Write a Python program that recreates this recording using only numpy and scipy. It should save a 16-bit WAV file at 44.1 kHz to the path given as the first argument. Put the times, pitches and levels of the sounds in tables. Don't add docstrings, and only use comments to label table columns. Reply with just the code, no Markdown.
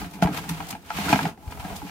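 import sys
import numpy as np
from scipy import signal
from scipy.fft import rfft, irfft
from scipy.io import wavfile
from scipy.ndimage import uniform_filter1d

SR = 44100
rng = np.random.default_rng(int(sys.argv[2]) if len(sys.argv) > 2 else 0)


def unload_wav(signal):
    wavfile.write(
        sys.argv[1],
        SR,
        np.round(np.clip(np.atleast_2d(signal).T, -1, 1) * 32767).astype(np.int16),
    )


def gain_from_db(level_db):
    decades = np.asarray(level_db, float) / 20
    return 10 ** decades


N = 83790

# time in seconds, slicing crackle in dB, tray rubbing in dB,
# tub rumble in dB, stand sway in dB.
BOX_MOTION = [(0, -45, -30, -32.5, 8.5), (.05, -48.5, -40.5, -41.5, 0), (0.099, -62.5, -44.5, -51, -7.5),
              (.20, -57, -43, -41.5, -4), (0.268, -53, -31, -29, -1), (.42, -50.5, -42, -40.5, 1),
              (.62, -48.5, -41, -40.5, 2.5), (.74, -53.5, -46.5, -42.5, -6), (.81, -65, -54.5, -56, -10.5),
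              (0.889, -55, -49.5, -57, -10), (0.955, -39.5, -38.5, -39.5, 2),
              (1.111, -35.5, -30.5, -33.5, 4), (1.268, -43.5, -30.5, -28.5, -2.5),
              (1.363, -70.5, -59, -82, -15), (1.46, -65, -52, -51.5, -3), (1.54, -55.5, -47, -44.5, 0),
              (1.70, -51, -37, -40.5, 2.5), (1.9, -54.5, -56.5, -48, -2.5)]
# start in seconds, level in dB, contact in seconds,
# brightness in dB per octave, pitch of the free span in Hz.
TRAY_KNOCKS = [(.014, -31, 0.011, 7, 855), (.044, -29, 0.0066, 4, 707), (.118, -42, 0.0085, -1, 755),
               (.2235, -9, 0.0097, -2, 664), (.242, -18.5, 0.011, -4, 740), (.257, -23, 0.011, 1, 970),
               (.271, -19, 0.013, -1.5, 810), (.287, -27, 0.0079, -4, 764), (.348, -31, 0.012, 2, 770),
               (.374, -28.5, 0.016, 2.5, 887), (.385, -27, 0.0092, 2, 930), (.439, -31, 0.0082, -4, 920),
               (.494, -29.5, 0.0091, 4.5, 910), (.6025, -19, 0.011, -3, 791),
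               (.727, -26.5, 0.0052, 9.5, 806), (.749, -30.5, 0.019, -2, 863), (.829, -41.5, .01, -8, 813),
               (.9035, -22, 0.0078, 4, 865), (.984, -22, 0.0086, 2.5, 757), (.994, -30, 0.0088, 0, 866),
               (1.055, -29, 0.013, 4, 747), (1.083, -21, .007, 0, 724), (1.103, -24.5, .015, 4, 830),
               (1.1275, -4, 0.011, 1.5, 798), (1.158, -17, 0.0047, 6, 736), (1.189, -17.5, 0.014, 0, 925),
               (1.211, -32, 0.012, -1, 756), (1.2518, -16, 0.016, 0.5, 776)]
# start in seconds, level in dB, contact in seconds,
# brightness in dB per octave, pitch of the free span in Hz.
RETURN_TICKS = [(1.375, -37, 0.005, -8, 772), (1.475, -40.5, 0.01, 6, 630), (1.502, -37.5, 0.01, 2, 727),
                (1.521, -34.5, 0.013, 8, 907), (1.573, -32, 0.0091, -4, 776), (1.6, -31, 0.0066, -2, 964),
                (1.626, -33, 0.013, -7, 907), (1.647, -28.5, 0.0095, 1, 746),
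                (1.696, -31.5, 0.009, -10, 996), (1.726, -32.5, 0.0066, 2, 718),
                (1.817, -27.5, 0.0069, -2, 818), (1.865, -32.5, 0.014, -12, 823),
                (1.892, -35, 0.011, 4, 861)]
# start in seconds, level in dB, contact in seconds,
# brightness in dB per octave, pitch of the belly in Hz.
TUB_THUMPS = [(0.029, -30, 0.0029, -5, 181), (0.062, -27.5, 0.006, -3, 167), (0.153, -32.5, 0.0035, 0, 178),
              (0.223, -7.5, 0.0039, 2, 173.3), (0.251, -13, 0.004, 5, 162), (0.296, -26.5, 0.0041, -9, 154),
              (0.345, -39.5, 0.0045, 0, 151), (0.508, -23, 0.006, -7, 167), (0.597, -32, 0.0057, 6, 156),
              (0.725, -29.5, 0.0074, -1, 241), (0.987, -21.5, 0.0034, 4.5, 197),
              (1.064, -26.5, 0.0081, 1, 158), (1.099, -18.5, 0.0052, 2, 294),
              (1.128, -12, 0.0034, 1.5, 201), (1.143, -18.5, 0.0037, 7, 155),
              (1.159, -26.5, 0.0021, 11, 150), (1.207, -34.5, 0.0048, 13, 193),
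              (1.252, -24, 0.0048, 4, 206.4), (1.313, -35.5, 0.0034, 2, 221), (1.377, -45, 0.003, 10, 324),
              (1.649, -28, 0.0059, 1, 165), (1.825, -27, 0.004, -2, 277), (1.849, -30.5, 0.004, 5, 173)]
# start in seconds, level in dB, length in seconds,
# share of thin crisp cracks from 0 to 1.
LEAF_SNAPS = [(0.088, -42.5, 0.031, 0.8), (0.128, -36.5, 0.026, 0.38), (0.2172, -18, 0.016, 0),
              (0.319, -29, 0.057, 0.2), (0.366, -25, 0.015, 0.1), (0.436, -38, 0.012, 0.3),
              (0.488, -20, 0.018, 0.4), (0.668, -35, 0.0057, 0.94), (0.6837, -29, 0.01, 1),
              (0.7016, -21, 0.016, 0.5), (.815, -47.5, 0.011, 1), (.857, -46, 0.015, 1),
              (1.083, -24.5, 0.027, 0.15), (1.172, -32, 0.014, 0.6), (1.225, -27, 0.011, 0),
              (1.508, -33.5, 0.009, 0.35), (1.591, -34.5, 0.018, 0.1), (1.755, -29, 0.015, 1)]
# centre in seconds, level in dB, pitch in Hz.
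STAND_BUMPS = [
    (0.251, -17.5, 69),
    (1.151, -24, 92),
    (1.480, -21.5, 64),
    (1.598, -25.5, 70),
    (1.718, -28, 55.7),
]
# time in seconds, pitch in Hz, level in dB.
RIM_GROAN = [
    (.345, 158, -51),
    (.395, 163, -33),
    (.428, 165.8, -48),
    (.47, 166.3, -40),
    (.53, 163.1, -29.5),
    (.588, 159.6, -43.5),
    (.632, 162.8, -36.5),
    (.7, 184, -49),
]
# time in seconds, resonance in Hz, level in dB.
BLADE_GAP = [
    (1.0, 748, -50),
    (1.035, 950, -37),
    (1.06, 1097, -32.5),
    (1.085, 1397, -31),
    (1.1, 1694, -31.5),
    (1.125, 1920, -50),
]
# frequency in Hz, level in dB, T60 in seconds.
TRAY_MODES = [(690, 1.5, 0.053), (768, 1, 0.067), (862, 4, 0.023), (976, -5, 0.021), (1290, -3.5, 0.024),
              (1449, -3.5, 0.018), (1590, -7.5, 0.036), (1906, -15, 0.03), (2170, -9, 0.016),
              (2380, -12.5, 0.032), (2840, -20.5, 0.039), (2984, -24, 0.06), (4250, -16, 0.0055)]
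# frequency in Hz, level in dB, T60 in seconds.
TUB_MODES = [(122, -12, 0.12), (163.4, -1, 0.13), (193, -5.5, 0.11), (263.2, -5.5, 0.11),
             (293.5, -9.5, 0.096), (377, -9.5, 0.055)]
# frequency in Hz, level in dB per Hz.
LEAF_TONE = [(880, 4.5), (1500, -1.5), (2410, 2), (5280, -8), (11700, -14.5), (14600, -12.5),
             (16000, -21.5)]
# frequency in Hz, level in dB.
AIR_TONE = [(30, 1), (100, -8), (250, 9), (520, -2), (800, -13), (2000, -47), (6000, -42), (15000, -45)]
# frequency in Hz, side minus mid in dB.
STEREO_WIDTH = [(40, -3), (90, -6), (170, -19), (350, -12), (700, -8), (1400, 0), (2800, -2.5), (5600, 0)]


def unit(x):
    return x / np.sqrt(np.mean(x ** 2))


def on_log(table, hz):
    table = np.array(table, float)
    return np.interp(np.log(np.maximum(hz, 1)), np.log(table[:, 0]), table[:, 1])


def colour(x, table):
    return irfft(rfft(x) * gain_from_db(on_log(table, np.fft.rfftfreq(N, 1 / SR))), N)


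def high(x, hz, order=2):
    return signal.sosfilt(signal.butter(order, hz, "high", fs=SR, output="sos"), x)


def spread(mid, side):
    return mid + colour(side, STEREO_WIDTH) * np.array([[1], [-1]])


def lean(hz):
    return np.arctan(gain_from_db(on_log(STEREO_WIDTH, hz))) * np.array([[1], [-1]])


def walk(rate):
    hold = int(SR / rate)
    steps = np.repeat(rng.standard_normal(N // hold + 1), hold)
    return 1.3 * uniform_filter1d(uniform_filter1d(steps, hold), hold)[:N]


def slide(index):
    rows = np.array(BOX_MOTION)
    return gain_from_db(np.interp(np.arange(N) / SR, rows[:, 0], rows[:, index]))


def clicks(per_s, spread_db):
    chance, sign, size = rng.random((3, N))
    size_db = np.minimum(-spread_db * np.log(1 - size), 4 * spread_db)
    return unit((chance < per_s / SR) * np.sign(sign - .5) * gain_from_db(size_db))


def bursts(rows, gains, rise, carrier, hz=0):
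    out = np.zeros(carrier.shape)
    for row, gain in zip(rows, gains):
        start, length = int(row[0] * SR), row[2]
        t = np.arange(min(int(.15 * SR), N - start)) / SR
        shape = (1 - np.exp(-(t / (rise * length)) ** 2)) * np.exp(-3 * t / length)
        shape = shape / shape.max()
        bit = shape * carrier[..., start:start + len(t)]
        energy = np.sum(bit ** 2) / (bit.size / len(t))
        if hz:
            at_pitch = abs(np.sum(bit * np.exp(-2j * np.pi * hz * t))) ** 2
            energy = (energy + 3 * at_pitch) / 4
        level = gain * gain_from_db(row[1]) * np.sqrt(np.sum(shape ** 2) / energy)
        out[..., start:start + len(t)] += level * bit
    return out


def ring(modes, hits, hit_db, rise, jolt, rubbing):
    struck, rubbed = 0, 0
    scatter_db = 3.5 * rng.standard_normal((len(hits), len(modes)))
    brightness = np.clip(np.array(hits)[:, 3], -8, 8)
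    for k, (hz, db, t60) in enumerate(modes):
        pole = np.exp(2j * np.pi * hz / SR - np.log(1000) / (t60 * SR))
        turn = np.exp(1j * (-1) ** k * lean(hz))
        gains = gain_from_db(scatter_db[:, k] + brightness * np.log2(hz / modes[1][0]))
        force = bursts(hits, gains, rise, jolt, hz)
        struck = struck + gain_from_db(db) * (turn * signal.lfilter([1], [1, -pole], force)).imag
        rubbed = rubbed + gain_from_db(db) * (turn * signal.lfilter([1], [1, -pole], rubbing())).imag
    return gain_from_db(hit_db) * struck, unit(rubbed)


def own_note(hits, db, t60, rise_s):
    out = np.zeros((2, N))
    for s, hit_db, _, _, hz in hits:
        start = int(s * SR)
        t = np.arange(min(int(.2 * SR), N - start)) / SR
        envelope = gain_from_db(db + hit_db - 60 * t / t60) * (1 - np.exp(-t / rise_s))
        out[:, start:start + len(t)] += envelope * np.sin(2 * np.pi * hz * t + lean(hz))
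    return out


def air():
    mid, side = [colour(rng.standard_normal(N), AIR_TONE) for _ in range(2)]
    return gain_from_db(-54 + 1.5 * walk(4.4)) * unit(spread(mid, side))


def yard(board):
    t, t60_s = np.arange(N) / SR, 0.097
    echo = rng.standard_normal((2, N)) * gain_from_db(-60 * np.minimum(t, 1) / t60_s) * (t > .004)
    mid, side = signal.fftconvolve(board, unit(echo) / np.sqrt(N), axes=1)[:, :N]
    return gain_from_db(-10) * spread(mid, side)


def stand():
    t, bumps = np.arange(N) / SR, 0
    for s, db, hz in STAND_BUMPS:
        bumps = bumps - gain_from_db(db) * np.sin(2 * np.pi * hz * (t - s)) * np.exp(-((t - s) * hz / 0.42) ** 2)
    sway_tone = [(18, -10), (45, 2), (90, 7.5), (160, -26.0)]  # Hz, dB
    sway = np.array([unit(colour(rng.standard_normal(N), sway_tone)) for _ in range(2)])
    return bumps * np.array([[1.15], [.85]]) + gain_from_db(-43) * slide(index=4) * sway


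def groan():
    t, rows = np.arange(N) / SR, np.array(RIM_GROAN)
    fade = np.clip(np.minimum(t - rows[0, 0], rows[-1, 0] - t) / .02, 0, 1)
    hz = np.interp(t, rows[:, 0], rows[:, 1]) * (1 + 0.012 * walk(8.2))
    level = gain_from_db(np.interp(t, rows[:, 0], rows[:, 2]) + walk(23.2))
    return np.sqrt(2) * fade * level * np.sin(2 * np.pi * np.cumsum(hz) / SR)


def gap():
    t, rows, width_hz = np.arange(N) / SR, np.array(BLADE_GAP), 180
    low_pass = signal.butter(2, width_hz / 2, fs=SR, output="sos")
    grit = unit(signal.sosfilt(low_pass, clicks(400, 4.7)))
    hz = np.interp(t, rows[:, 0], rows[:, 1])
    db = np.interp(t, rows[:, 0], rows[:, 2], left=-120, right=-120)
    return gain_from_db(db) * grit * np.sin(2 * np.pi * np.cumsum(hz) / SR)


def tub():
    grit = rng.standard_normal(N) * gain_from_db(1.6 * walk(25.6))
    struck, rubbed = ring(TUB_MODES, TUB_THUMPS, -25, 0.15, np.ones(N), lambda: grit)
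    struck = struck + own_note(TUB_THUMPS, -1, t60=0.11, rise_s=0.004)
    return high(struck + gain_from_db(1.5) * slide(index=3) * rubbed, 135, order=4)


def leaves():
    tone = [(600, -54)] + list(LEAF_TONE)
    grain = np.array([unit(colour(clicks(9000, 3.5), tone)) for _ in range(2)])
    swell = gain_from_db(5.5 + walk(31.08) + 1.38 * walk(89.83)) * slide(index=1)
    crisp = np.array(LEAF_SNAPS)[:, 3]
    uneven = grain * gain_from_db(5.0 * walk(200))
    snaps = bursts(LEAF_SNAPS, 1 - crisp, 0.83, uneven)
    snaps = snaps + bursts(LEAF_SNAPS, crisp, 0.83, high(uneven, 4070))
    return grain * swell + gain_from_db(-8.5) * snaps


def tray():
    hits = list(TRAY_KNOCKS) + list(RETURN_TICKS)
    rise, damped_s, likeness = .08, .036, 0.38
    rattle = clicks(6000, 4.25)
    grit = clicks(1500, 4.5) * gain_from_db(1.1 * walk(59.1))

    def rubbing():
        return (likeness * grit + (1 - likeness) * rng.standard_normal(N)) * gain_from_db(4.5 * walk(12.0))

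    modes = [(hz, db, min(t60, damped_s)) for hz, db, t60 in TRAY_MODES]
    struck, rubbed = ring(modes, hits, -26.5, rise, rattle, rubbing)
    crack = unit(colour(np.array([rattle, np.roll(rattle, 3)]), LEAF_TONE))
    struck = high(struck, 950) + gain_from_db(-23.5) * bursts(hits, np.ones(len(hits)), rise / 2, crack)
    struck = struck + own_note(TRAY_KNOCKS, -0.7, t60=0.049, rise_s=0.00084)
    struck = struck + own_note(RETURN_TICKS, 1.8, t60=0.049, rise_s=0.0044)
    return high(struck + gain_from_db(-1.75) * slide(index=2) * rubbed, 610, order=4)


def scene():
    board = tray() + tub() + groan() + gap() + leaves()
    return board + yard(board) + stand() + air()


def top_cut(x):
    return signal.sosfilt(signal.butter(12, 15830, fs=SR, output="sos"), x)


def record(dry):
    rounded = np.tanh(high(dry, 45.6))
    top = signal.ellip(8, .2, 60, 15750, fs=SR, output="sos")
    return top_cut(signal.sosfilt(top, rounded))


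dry = scene()
out = record(dry)
unload_wav(out)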